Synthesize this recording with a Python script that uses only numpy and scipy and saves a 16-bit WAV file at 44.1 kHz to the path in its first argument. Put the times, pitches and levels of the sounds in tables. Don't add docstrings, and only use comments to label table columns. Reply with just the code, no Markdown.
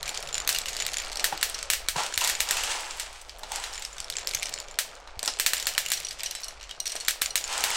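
import sys
import numpy as np
from scipy import signal
from scipy.fft import rfft, irfft
from scipy.io import wavfile
from scipy.ndimage import uniform_filter1d

SR = 44100
rng = np.random.default_rng(int(sys.argv[2]) if len(sys.argv) > 2 else 0)


def nominal_scale(level):
    x = np.asarray(level, float) / 20
    return 10 ** x


def generate_wav(sig):
    pcm = np.round(np.clip(np.atleast_2d(sig).T, -1, 1) * 32767).astype(np.int16)
    wavfile.write(sys.argv[1], SR, pcm)


N = 342216
T = np.arange(N) / SR

INNER_RAIL_HZ = 7100
INNER_SPREAD = 0.008
CRACK_RING_DB = -24

# pitch_hz, width_hz, level_db
BOARD_MODES = [(527, 220, -6), (820, 145, 1.5), (966, 120, 1), (1340, 170, -2.5), (1640, 210, -6.5),
               (2970, 500, -8)]
# pitch_hz, level_db
CRACK_TONE = [(300, -24), (1150, -9), (1650, -2), (2600, 0.5), (8000, 0.5), (10000, -4.5), (13000, -2.5),
              (16000, -7.5)]
# pitch_hz, level_db
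INNER_UPPER_MODES = [(5500, -8), (8500, -13), (10000, -14), (12400, -21)]
# start_s, level_db
INNER_NEAR = [(0.0923, -12), (0.275, -30), (0.3277, -17), (0.353, -10.5), (0.367, -23), (0.38, -8),
              (0.4013, -11), (0.4128, -30), (0.8225, -9), (0.9693, -8.5), (2.139, -12.5), (2.1517, -24),
              (2.2396, -6), (2.2912, -10), (2.3513, -10), (3.9286, -29), (4.376, -28), (4.3964, -23),
              (4.4923, -29), (4.5865, -22), (4.6012, -22), (4.711, -27), (5.2583, -14), (5.6255, -15),
              (6.001, -24), (7.2595, -6.5), (7.4403, -12.5), (7.4478, -21)]
# start_s, level_db
INNER_FAR = [(0.059, -21), (0.343, -16), (0.801, -9), (0.931, -27), (0.9993, -17), (3.755, -27),
             (3.778, -19), (3.795, -31), (4.169, -30), (4.184, -17), (5.568, -12.5), (5.86, -23),
             (5.883, -24), (5.903, -16)]
# start_s, level_db
CRACKS = [(0.491, 3), (1.2425, 3), (1.4285, 2.5), (1.7011, 2), (1.7344, -0.5), (1.8858, 1.5), (2.1765, 1.5),
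          (2.4042, 2), (2.5093, 0.5), (4.7879, 1.5), (5.3981, 3), (5.4628, 4.5), (5.5339, 0.5), (5.669, 1),
          (5.7789, 2.5), (5.918, 1), (7.083, 3), (7.218, 2.5), (7.3559, 2.5), (7.639, 1.5)]
# start_s, chute_ring_db, crack_db
CLINKS = [(1.17, -10.5, -22), (1.2026, -12, -30), (1.545, -9.5, -32), (5.938, -8, -28), (5.974, -13, -16.5),
          (6.0477, -9.5, -23), (6.085, -12, -37), (6.2596, -8.5, -19), (6.31, -15, -21), (6.4334, -12, -33),
          (6.4435, -12, -36), (6.482, -16, -30), (6.802, -7, -34), (6.856, -13, -15), (6.866, -4.5, -29),
          (6.9, -20, -20), (6.9194, -10, -16.5), (6.962, -12, -17.5), (7.007, -15, -19), (7.3053, -10, -39)]


def level(x, db):
    return x * nominal_scale(db) / np.sqrt(np.mean(x ** 2))


def colour(x, points):
    hz, db = np.transpose(points)
    grid = np.linspace(1, SR / 2, 2049)
    log_gain = np.interp(np.log(grid), np.log(hz), db) * np.log(10) / 20
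    cep = irfft(log_gain)
    cep[1:len(cep) // 2] *= 2
    cep[len(cep) // 2 + 1:] = 0
    response = irfft(np.exp(rfft(cep)))
    return signal.fftconvolve(x, response)[:len(x)]


def band(x, hz, width):
    return signal.lfilter(*signal.iirpeak(hz, hz / width, fs=SR), x)


def dull(x, hz):
    hz = np.clip(hz, 3000, 21000)
    return signal.sosfilt(signal.butter(2, hz, fs=SR, output="sos"), x)


def ring(hz, t60, rise):
    t = T[:int(1.2 * t60 * SR)]
    swell = 1 - np.exp(-t / rise)
    y = np.sin(2 * np.pi * hz * t) * swell * 1000. ** (-t / t60)
    return y / np.abs(y).max()


def add(out, s, x):
    i = int(s * SR)
    out[i:i + len(x)] += x[:max(len(out) - i, 0)]


def walk(rate):
    k = int(SR / rate)
    steps = np.repeat(rng.standard_normal(N // k + 1), k)
    return 1.3 * uniform_filter1d(uniform_filter1d(steps, k), k)[:N]


def ticks(rate, spread_db):
    size = np.minimum(rng.exponential(size=N), 3)
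    sign = np.sign(rng.standard_normal(N))
    return (rng.random(N) < rate / SR) * sign * nominal_scale(spread_db * size)


def hum():
    # pitch_hz, level_db
    hum_tone = [(15, 5.5), (30, 2), (62, -2), (85, -20.5), (260, -37.5), (500, -22), (1200, -25.5),
                (2500, -69)]
    # time_s, level_db
    table_curve = [(0, -60), (1.5, -67), (2.5, -66), (3.3, -81), (4.4, -62.5), (5.2, -80), (5.9, -61.5),
                   (6.4, -72.5)]
    table = level(band(rng.standard_normal(N), 143, 17), 0)
    table = table * nominal_scale(np.interp(T, *np.transpose(table_curve)))
    swell_db = 2.0 * walk(7.3) - 0.7 * T
    building = colour(rng.standard_normal(N), hum_tone) * nominal_scale(swell_db)
    return level(building, -47.5) + table


def crowd():
    # time_s, rolling_weight_db, speed_brightness_db, looseness_db
    crowd_curve = [(0, -45.5, 1, -41), (.3, -41.5, -28, -47), (.6, -44.5, -17, -43), (1, -44, 2, -37),
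                   (1.3, -42.5, 10, -63), (1.65, -46, 8, -52), (1.94, -50.5, -1, -49), (2.3, -43, -18, -43),
                   (3.2, -56, 1, -57.5), (3.45, -47.5, -31, -59), (3.95, -51.5, -59, -52.5),
                   (4.35, -42, -13, -39), (4.7, -47, 2, -50), (5.151, -49, -3, -61.5), (5.3, -46, -4, -49),
                   (5.9, -48.5, 7, -45.5), (6.6, -52, 3, -53), (7.2, -47.5, -15, -63)]
    s, *columns = np.transpose(crowd_curve)
    return [np.interp(T, s, c) for c in columns]


def rolling(close, weight_db, speed_db):
    # pitch_hz, width_hz, level_db
    outer_modes = [(429, 68, -7), (548, 83, -3.5), (713, 310, 5), (1277, 510, 3), (1760, 1100, -35)]
    # pitch_hz, level_db
    grain_tone = [(710, -57), (1200, 0), (1720, 1), (2980, 4), (3700, 1), (8170, 0), (14500, -26.5),
                  (16000, -20)]
    near_board = sum(nominal_scale(db + 2.04 * walk(15)) * band(ticks(3000, 5.9), hz, w) / np.sqrt(w)
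                     for hz, w, db in BOARD_MODES)
    outer = sum(nominal_scale(db + 2 * walk(13)) * band(ticks(2000, 8.1), hz, w) / np.sqrt(w)
                for hz, w, db in outer_modes)
    hiss = level(colour(ticks(9000, 4.8) * nominal_scale(1.7 * walk(40)), grain_tone), -8.0)
    far_hz = 8040
    far_outer = level(dull(dull(outer, far_hz), far_hz), 0)
    far_hiss = dull(dull(hiss, far_hz), far_hz)
    near = close * level(near_board, 0.12) + nominal_scale(12.5) * close * hiss
    return near + nominal_scale(weight_db) * far_outer + nominal_scale(weight_db + speed_db) * far_hiss


def rattling(close, loose_db):
    # pitch_hz, t60_s, level_db
    rail_modes = [(2300, .006, -9), (4400, .005, -12), (10000, .008, -27), (12300, .005, -33)]
    taps = ticks(170, 4)
    shudder = taps + .2 * rng.standard_normal(N) * signal.lfilter([1], [1, -.975], np.abs(taps))
    rattle = level(dull(dull(colour(shudder, CRACK_TONE), 6500), 7500), -1)
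    for hz, t60, db in rail_modes:
        shared = taps * rng.standard_normal(N)
        rattle = rattle + level(signal.fftconvolve(shared, ring(hz, t60, .0004))[:N], db)
    return (nominal_scale(loose_db) + nominal_scale(-14.5) * close) * rattle


def inner_rattling(loose_db):
    # start_s, end_s
    inner_spells = [
        (0, 1.1),
        (3.72, 4.75),
        (5.53, 5.95),
        (7.4, 7.46),
    ]
    t60 = 0.012
    inner = sum(signal.fftconvolve(ticks(45, 4), ring(INNER_RAIL_HZ * k, t60, 0.001))[:N]
                for k in (.955, .99, 1.03))
    for hz, db in INNER_UPPER_MODES:
        inner = inner + nominal_scale(db) * signal.fftconvolve(ticks(160, 5), ring(hz, t60, .0006))[:N]
    busy = sum((T > a) & (T < b) for a, b in inner_spells)
    inner = inner * nominal_scale(-22 * (1 - busy))
    return nominal_scale(loose_db - 5) * level(inner, -12.0)


def hits():
    # start_s, level_db, pitch_hz
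    outer_near = [(0.029, -9.5, 4200), (0.2265, -21, 5500), (0.4484, -25, 6400), (0.4757, 2.5, 6300),
                  (0.562, -18, 2970), (0.586, -3.5, 3960), (0.851, -15, 4530), (0.865, -4, 3900),
                  (1.048, -22, 4800), (1.157, -13, 4550), (1.1712, -13, 5600), (1.376, -13, 4540),
                  (1.628, -13.5, 7800), (1.73, -10, 7800), (2.125, -19, 1600), (3.031, -22, 7100),
                  (3.216, -28, 8300), (3.6, -21, 8050), (3.73, -24, 5330), (3.746, -23, 5360),
                  (3.85, -14, 5130), (4.002, -15, 7640), (4.0437, -22, 5400),
                  (4.1002, -8, 4430), (4.124, -19, 3780), (4.272, -5, 5300), (4.289, -19, 5060),
                 (4.311, -13.5, 4570), (4.3482, -2.5, 6020), (4.4298, -7, 2300), (4.4696, -18, 5900),
                 (5.1924, -11.5, 4660), (5.2292, -9, 8300), (5.238, -18, 7400), (5.25, -17, 8250),
                 (5.388, -20, 8350), (5.4684, -4, 4080), (5.58, -12, 8400), (5.6557, -27, 4570),
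                 (5.75, -15, 2980), (5.862, -7, 2950), (6.2057, -16, 5000), (6.7114, -17, 3200),
                 (6.9544, -15, 8750), (7.0803, -15, 4500), (7.108, -5, 7700), (7.7037, -6, 2200)]
    # start_s, level_db, pitch_hz
    outer_far = [(0.0786, -11.5, 2400), (0.144, -22, 4800), (0.173, -19, 6200), (0.2895, -21, 3700),
                 (0.5479, -5, 2800), (0.6578, -12.5, 2920), (0.684, -11, 6900), (0.7316, -17.5, 6400),
                 (0.766, -13.5, 4730), (1.117, -19.5, 4630), (1.1957, -14, 4600), (1.412, -16, 7940),
                 (1.4973, -17, 8400), (1.544, -15.5, 5430), (1.59, -19.5, 4660), (1.962, -29, 1540),
                 (2.212, -5.5, 2800), (2.2466, -3.5, 3980), (2.2745, -3, 7800), (2.2975, -3.5, 1810),
                 (2.569, -8, 2570), (2.6357, -8.5, 3000), (2.9975, -8.5, 7860), (3.2942, -22, 4860),
                 (3.4334, -20, 4160), (3.5187, -19, 3440), (3.559, -18, 7840), (3.639, -12.5, 4200),
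                 (3.822, -20.5, 7650), (3.982, -21.5, 3800),
                 (4.154, -23, 2400), (4.3363, -14, 2220), (4.4586, -23, 4970), (5.075, -30, 4100),
                (5.248, -22, 4660), (5.2785, -12, 4500), (5.599, -9.5, 5000), (6.109, -15, 4730),
                (6.194, -22.5, 3470), (6.2334, -8.5, 8300), (6.351, -12, 8070), (6.611, -26.5, 2880),
                (6.629, -24, 5670), (6.693, -23, 3170), (7.049, -20, 7500)]
    rows = [(s, db, 5600, CRACK_RING_DB, -10.5) for s, db in CRACKS]
    rows += [(s, db, 8400, -14, -4.5) for s, _, db in CLINKS]
    slope = 0.49
    sides = ((INNER_NEAR, outer_near, -18.5), (INNER_FAR, outer_far, -8))
    for inner, outer, room_db in sides:
        shift = 1 + INNER_SPREAD * rng.standard_normal(len(inner))
        for (s, db), k in zip(inner, shift):
            rows.append((s, db, INNER_RAIL_HZ * k, -11 - slope * db, room_db))
        for s, db, hz in outer:
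            rows.append((s, db, hz, min(-14 - slope * db, -5), room_db))
    return sorted(rows)


def rail_ring(hz, chance):
    tone = np.zeros(len(chance))
    add(tone, .0003, ring(hz, .008, .0006))
    partner_hz = hz * 1.8 if hz < 4600 else hz / 1.8
    add(tone, .0002, nominal_scale(-21.5) * ring(partner_hz * nominal_scale(0.7 * chance[-1]), 0.027, 0.00085))
    return tone * (1 + 0.54 * uniform_filter1d(chance, size=9))


def knocks():
    near, far = np.zeros(N), np.zeros((4, N))
    t = T[:SR // 50]
    rows = hits()
    chances = rng.standard_normal((len(rows), len(t)))
    click = colour(1. * (t == 0), CRACK_TONE)
    for k, (s, db, hz, ring_db, room_db) in enumerate(rows):
        push = .12 * chances[k] * np.exp(-t / .0015)
        push[0] += 1
        push[int(.00026 * SR)] += .15
        push[int(.00052 * SR)] += 0.67 * min(nominal_scale(room_db + 11), 1)
        on_inner = abs(hz / INNER_RAIL_HZ - 1) < 2 * INNER_SPREAD
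        top_hz = 12000 * nominal_scale(0.26 * (db - ring_db) - 4.5 * on_inner)
        crack = dull(np.convolve(push, click[:SR // 200])[:len(t)], top_hz)
        peak = np.abs(crack).max()
        tone = nominal_scale(ring_db) * rail_ring(hz, chances[k])
        size = nominal_scale(db - 3.0) / max(1, nominal_scale(ring_db))
        add(near, s + 0.00033, size * (crack / peak + tone))
        wall_hz = top_hz * nominal_scale(-2 * (ring_db > CRACK_RING_DB))
        to_walls = 1.5 * dull(click, wall_hz) / peak + .25 * tone
        add(far[k % 4], s + .0005, size * nominal_scale(room_db) * to_walls)
    return near, far


def room(x):
    # pitch_hz, t60_s
    room_decay = [(600, 0.98), (1200, 0.14), (2200, 0.47), (4000, 0.44), (7500, 0.36), (14000, 0.24)]
    t = T[:SR // 2]
    tail = 0
    for hz, t60 in room_decay:
        sos = signal.butter(3, [.7 * hz, 1.35 * hz], "band", fs=SR, output="sos")
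        tail = tail + signal.sosfilt(sos, rng.standard_normal(len(t))) * 1000. ** (-t / t60)
    tail = tail * (1 - np.exp(-t / 0.00058)) * (1 + 2.6 * np.exp(-t / 0.038))
    return signal.fftconvolve(x, tail / np.sqrt(np.sum(tail ** 2)))[:N]


def inner_song():
    out = np.zeros(N)
    rows = INNER_NEAR + INNER_FAR
    modes = [(INNER_RAIL_HZ, 0)] + INNER_UPPER_MODES
    for (s, db), shares in zip(rows, rng.standard_normal((len(rows), len(modes)))):
        for (hz, mode_db), share in zip(modes, shares):
            tone = ring(hz * (1 + INNER_SPREAD * share), 0.052, 0.00025)
            add(out, s + 0.001097, nominal_scale(.5 * db - 31 + mode_db + 2 * share) * tone)
    return out * nominal_scale(4 * walk(150))


def light_ticks():
    # start_s, level_db, treble_over_middle_db
    tick_events = [(0.065, -28, -2), (0.1686, -31, -21), (0.2041, -23, -1), (0.2753, -29, -3),
                   (0.2883, -21, -1), (0.3433, -12, -34), (0.4197, -22, -25), (0.5275, -11, -8),
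                   (0.6157, -18, -21), (0.6922, -23, 8), (0.7303, -19, 0), (0.7414, -22, -15),
                   (0.8514, -23, -25), (0.8819, -17, -11), (0.9347, -16, -4), (1.0609, -23, -5),
                   (1.0813, -28, -10), (1.124, -23, -9), (1.2024, -28, -16), (1.2299, -25, 1),
                   (1.3505, -27, -24), (1.4914, -21, -10), (1.498, -17, 6), (1.5888, -18.5, -7),
                   (1.6559, -29, -8), (1.9642, -16, -7), (2.0348, -15, -7), (2.0485, -29, -15),
                   (2.0639, -15.5, -4), (2.1419, -17, -9), (2.209, -12, -4), (2.2328, -21, -8),
                   (2.2751, -15, 6), (2.4893, -12, -4), (2.8067, -20, 2), (2.9089, -17.5, -17),
                   (2.9731, -29, 1), (3.2142, -28, 1), (3.3928, -30, 4), (3.5095, -41, -14),
                   (3.5192, -10, -4), (3.7367, -19.5, -11), (3.8242, -21, -4), (3.9661, -27, -12),
                   (3.9827, -23, -2), (4.1562, -26, -21), (4.1855, -18, -24), (4.2102, -30, -16),
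                   (4.2794, -18, -20), (4.2923, -15, -2), (4.351, -10, -26), (4.389, -23, -21),
                  (4.4565, -16, -13), (4.4929, -20.5, 2), (4.5266, -24, -18), (4.5393, -11.5, -10),
                  (4.6014, -16.5, -3), (4.684, -25.5, -11), (4.9527, -28, -11), (5.3375, -20, -22),
                  (5.3703, -30, -21), (5.5995, -22, -22), (5.6564, -18, -20), (5.6896, -16, -11),
                  (5.7376, -19, -6), (5.817, -16, 2), (5.853, -21, -13), (5.8864, -15, -3), (5.902, -14, 8),
                  (5.9355, -10, -7), (5.9696, -24, -9), (6.0018, -17.5, 2), (6.0339, -28, -3),
                  (6.0688, -19, -10), (6.1889, -27, -8), (6.1962, -29, -11), (6.2009, -25, -15),
                  (6.259, -19, -5), (6.3107, -15, 7), (6.405, -26, 4), (6.4183, -24, 6), (6.6111, -39, -28),
                  (6.639, -25.5, -29), (6.8773, -12.5, -1), (6.896, -21, -3), (7.0017, -17.5, -14),
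                  (7.0626, -24, -24), (7.0739, -23, -15), (7.2146, -17, -3), (7.3775, -11.5, -24),
                  (7.4115, -22, -23), (7.4775, -17, -7), (7.5784, -10.5, -5), (7.607, -11.5, -7),
                  (7.7574, -28, -14),
                   (0.059, -21, -24), (0.175, -12, -12), (0.3428, -25, -23), (0.4843, -25, -17),
                  (0.7515, -24, 0), (0.7668, -15.5, -6), (0.793, -20, -21), (0.8076, -19, -18),
                  (0.8985, -26, -7), (0.941, -13.5, -6), (0.9835, -13, -9), (1.022, -21, 5),
                  (1.1298, -18, -8), (1.1958, -15, -16), (2.159, -18, -4), (2.2923, -15, 2),
                  (3.7275, -33, 4), (4.1676, -11.5, -24), (4.335, -21, -22), (4.344, -25, -23),
                  (4.9425, -42, 0), (5.0015, -38, -6), (6.8011, -12.5, 5), (7.441, -18, -14),
                  (7.5276, -14, -1), (7.7144, -11.5, -9)]
    out = np.zeros(N)
    rows = sorted(tick_events)
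    t = T[:SR // 80]
    for (s, db, treble_db), noise in zip(rows, rng.standard_normal((len(rows), len(t)))):
        push = 0.47 * noise * np.exp(-t / 0.0015) + (t == 0)
        tilt_db = treble_db + 8
        tick = colour(push, [(900, -33), (2400, 7.0), (4500, 9.5), (8000, 8.5),
                             (10500, tilt_db - 3.5), (16000, tilt_db - 13.5)])
        tick = tick / np.abs(tick).max()
        tone = ring(INNER_RAIL_HZ * nominal_scale(.5 * noise[-1]), 0.0067, .0005)
        add(tick, .0003, nominal_scale(-11 - .5 * max(tilt_db, -12)) * tone)
        add(out, s, nominal_scale(db - 2.5) * tick / np.abs(tick).max())
    return out


def needles():
    # start_s, level_db, treble_over_middle_db
    clean_needles = [(0.092, -11.5, -5), (0.148, -12, -11), (0.2266, -15.5, -6), (0.2497, -33, -15),
                     (0.6718, -22, -9), (0.9179, -16, -12), (1.0014, -18, -8), (1.0481, -18, -8),
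                     (1.0816, -21, -7), (1.582, -18, -14), (1.6128, -22, -12), (1.6286, -13.5, -12),
                     (2.3913, -22, -7), (2.401, -11, -14), (2.9671, -30, 0), (3.1293, -24, -6),
                     (3.2228, -29, -5), (3.2269, -35, -6), (3.284, -36, -5), (3.2995, -28, -14),
                     (3.3861, -24, 0), (3.4996, -35, -6), (3.559, -9, -9), (3.7952, -23, 2),
                     (4.0447, -21, -10), (4.1008, -11, -9), (4.1935, -21, -8), (4.3223, -26, -8),
                     (4.9661, -36, -8), (5.0674, -49, -5), (5.23, -13, -10), (5.259, -7, -4),
                     (5.2775, 1.5, -15.5), (5.3888, -23, -3), (5.6273, -12, -4), (5.6459, -20, -20),
                     (6.0229, -25, 1), (6.0902, -17, -7), (6.1289, -20, -7), (6.444, -12, -7),
                     (6.4832, -15, -6), (6.71, -20, -16), (6.965, -20, -10), (7.4269, -27, -10)]
    # start_s, level_db, treble_over_middle_db
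    sharp_needles = [
        (0.5615, -7, -17),
        (3.8505, -12, -8),
        (4.003, -12, -11),
        (4.4296, -5, -9),
    ]
    out = np.zeros(N)
    t = T[:SR // 150]
    rows = list(clean_needles) + sharp_needles
    for (s, db, treble_db), noise in zip(rows, rng.standard_normal((len(rows), len(t)))):
        contact_hz = 8800 * nominal_scale(0.34 * treble_db)
        a = (np.pi * contact_hz * (T[:SR // 2000] - .0002)) ** 2
        push = nominal_scale(-20) * noise * np.exp(-t / 0.0016) + (t == 0)
        push[int(.0004 * SR)] += nominal_scale(-12)
        add(out, s, nominal_scale(db - 2.5) * np.convolve(push, (1 - 2 * a) * np.exp(-a)))
    return out


def crack_bodies():
    # pitch_hz, t60_s, level_db
    body_modes = [(1800, .006, -1), (2300, .005, -2), (3600, .005, -4), (3000, .004, -3), (4200, .004, -2),
                  (5400, .004, -2), (7700, .006, -1), (8700, .005, -2)]
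    out = np.zeros(N)
    t = T[:SR // 300]
    chance = rng.standard_normal((len(CRACKS), len(body_modes), len(t)))
    for (s, db), rows in zip(CRACKS, chance):
        for (hz, t60, mode_db), shake in zip(body_modes, rows):
            push = (shake * np.exp(-t / .0004) + 5 * (t == 0)) / 5
            tone = ring(hz * (1 + .015 * shake[-1]), t60, .0002)
            add(out, s + .0005, nominal_scale(db + mode_db - 18) * np.convolve(push, tone))
    return out


def pings():
    # start_s, level_db, pitch_hz, t60_s
    ping_events = [(0.547, -24, 2840, 0.065), (5.862, -28, 2850, 0.034), (6.235, -42, 3984, 0.55),
                   (6.236, -45, 5297, .4), (6.352, -42, 5340, 0.35), (6.711, -40, 2930, 0.12),
                   (6.712, -41, 3780, 0.088), (6.352, -44, 3990, 0.35), (6.262, -44, 3090, .25),
                   (1.328, -43.5, 318, 0.19), (3.744, -40, 5400, .16)]
    out = np.zeros(N)
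    for s, db, hz, t60 in ping_events:
        add(out, s, nominal_scale(db) * ring(hz, t60, .002))
    return out * nominal_scale(1.1 * walk(60))


def clinks():
    # pitch_hz, t60_s, level_db
    chute_modes = [(2930, .07, -20), (4300, .014, -2), (5400, .15, -26), (5750, .016, 0), (8500, .010, -7),
                   (10500, .006, -15)]
    out = np.zeros(N)
    t = T[:SR // 80]
    chance = rng.standard_normal((len(CLINKS), len(t)))
    for (s, db, _), noise in zip(CLINKS, chance):
        body = np.zeros(SR // 5)
        for (hz, t60, mode_db), share in zip(chute_modes, noise):
            add(body, 0, nominal_scale(mode_db + .8 * share) * ring(hz * (1 + .01 * share), t60, .0003))
        shake = noise * np.exp(-t / 0.0038)
        add(out, s, nominal_scale(db - 31.0) * np.convolve(shake, body[:SR // 8]))
    return out


def thuds():
    # start_s, level_db, pitch_hz, t60_s
    drop_events = [
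        (1.325, -32, 820, 0.04),
        (1.959, -33, 970, 0.03),
        (2.216, -35, 1004, 0.025),
        (3.433, -45.5, 875, 0.03),
        (3.517, -40, 866, 0.03),
        (5.2295, -40.5, 640, 0.018),
        (5.2775, -31.5, 940, 0.011),
        (6.953, -40.5, 670, 0.012),
    ]
    # start_s, level_db, pitch_hz
    jolt_events = [
        (1.327, -40.5, 157),
        (1.963, -33, 150),
        (2.172, -38, 73),
        (4.348, -36.5, 63),
        (5.17, -34, 59.7),
    ]
    out, blows = np.zeros(N), np.zeros(N)
    t = T[:SR // 20]
    noises = rng.standard_normal((len(drop_events), len(t)))
    for (s, db, hz, t60), noise in zip(drop_events, noises):
        add(out, s, nominal_scale(db + 11.5) * ring(hz, max(t60, .01), 0.001))
        add(blows, s, nominal_scale(db) * noise * np.exp(-t / 0.013))
    for s, db, hz in jolt_events:
        add(out, s, nominal_scale(db) * ring(hz, 0.065, 0.0022))
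    return out + nominal_scale(11.5) * sum(nominal_scale(db) * band(blows, hz, 1.9 * w) for hz, w, db in BOARD_MODES)


def passes():
    # start_s, swell_s, hold_s, level_db, fade_db_per_s
    bunches = [
        (1.952, 0.033, 0.02, -31, 136),
        (2.174, 0.069, 0.015, -34.5, 115),
        (2.42, 0.09, 0.23, -36, 43),
        (3.467, 0.087, .02, -40, 47),
        (7.424, 0.085, .4, -35.5, 40),
    ]
    gain = 0
    for s, swell, hold, db, fade_db in bunches:
        before = np.maximum(s + swell - T, 0) / swell
        after = np.maximum(T - s - swell - hold, 0)
        gain = gain + nominal_scale(db - 19.5 * before - fade_db * after)
    return gain


def scene():
    near, far = knocks()
    drops, chute, bodies = thuds(), clinks(), crack_bodies()
    touches, points = light_ticks(), needles()
    close = passes()
    weight_db, speed_db, loose_db = crowd()
    roll = rolling(close, weight_db, speed_db)
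    rattle = rattling(close, loose_db) + inner_rattling(loose_db)
    to_room = nominal_scale(-13) * drops + nominal_scale(-14) * rattle + nominal_scale(-14) * chute
    to_room = to_room + nominal_scale(-9.0) * bodies + nominal_scale(-10) * touches + nominal_scale(-5) * points
    wet = nominal_scale(9.0) * sum(room(place) for place in far) + room(to_room)
    near = near + bodies + touches + points + pings() + inner_song()
    return (near + drops + chute + roll + rattle + wet + hum())[None]


def top_cut(x):
    return signal.sosfilt(signal.butter(12, 16810, fs=SR, output="sos"), x)


def record(dry):
    soft = np.tanh(1.097 * dry) / 1.217
    cut = signal.sosfilt(signal.ellip(8, .2, 40, 15800, fs=SR, output="sos"), soft)
    return top_cut(cut)


dry = scene()
out = record(dry)
generate_wav(out)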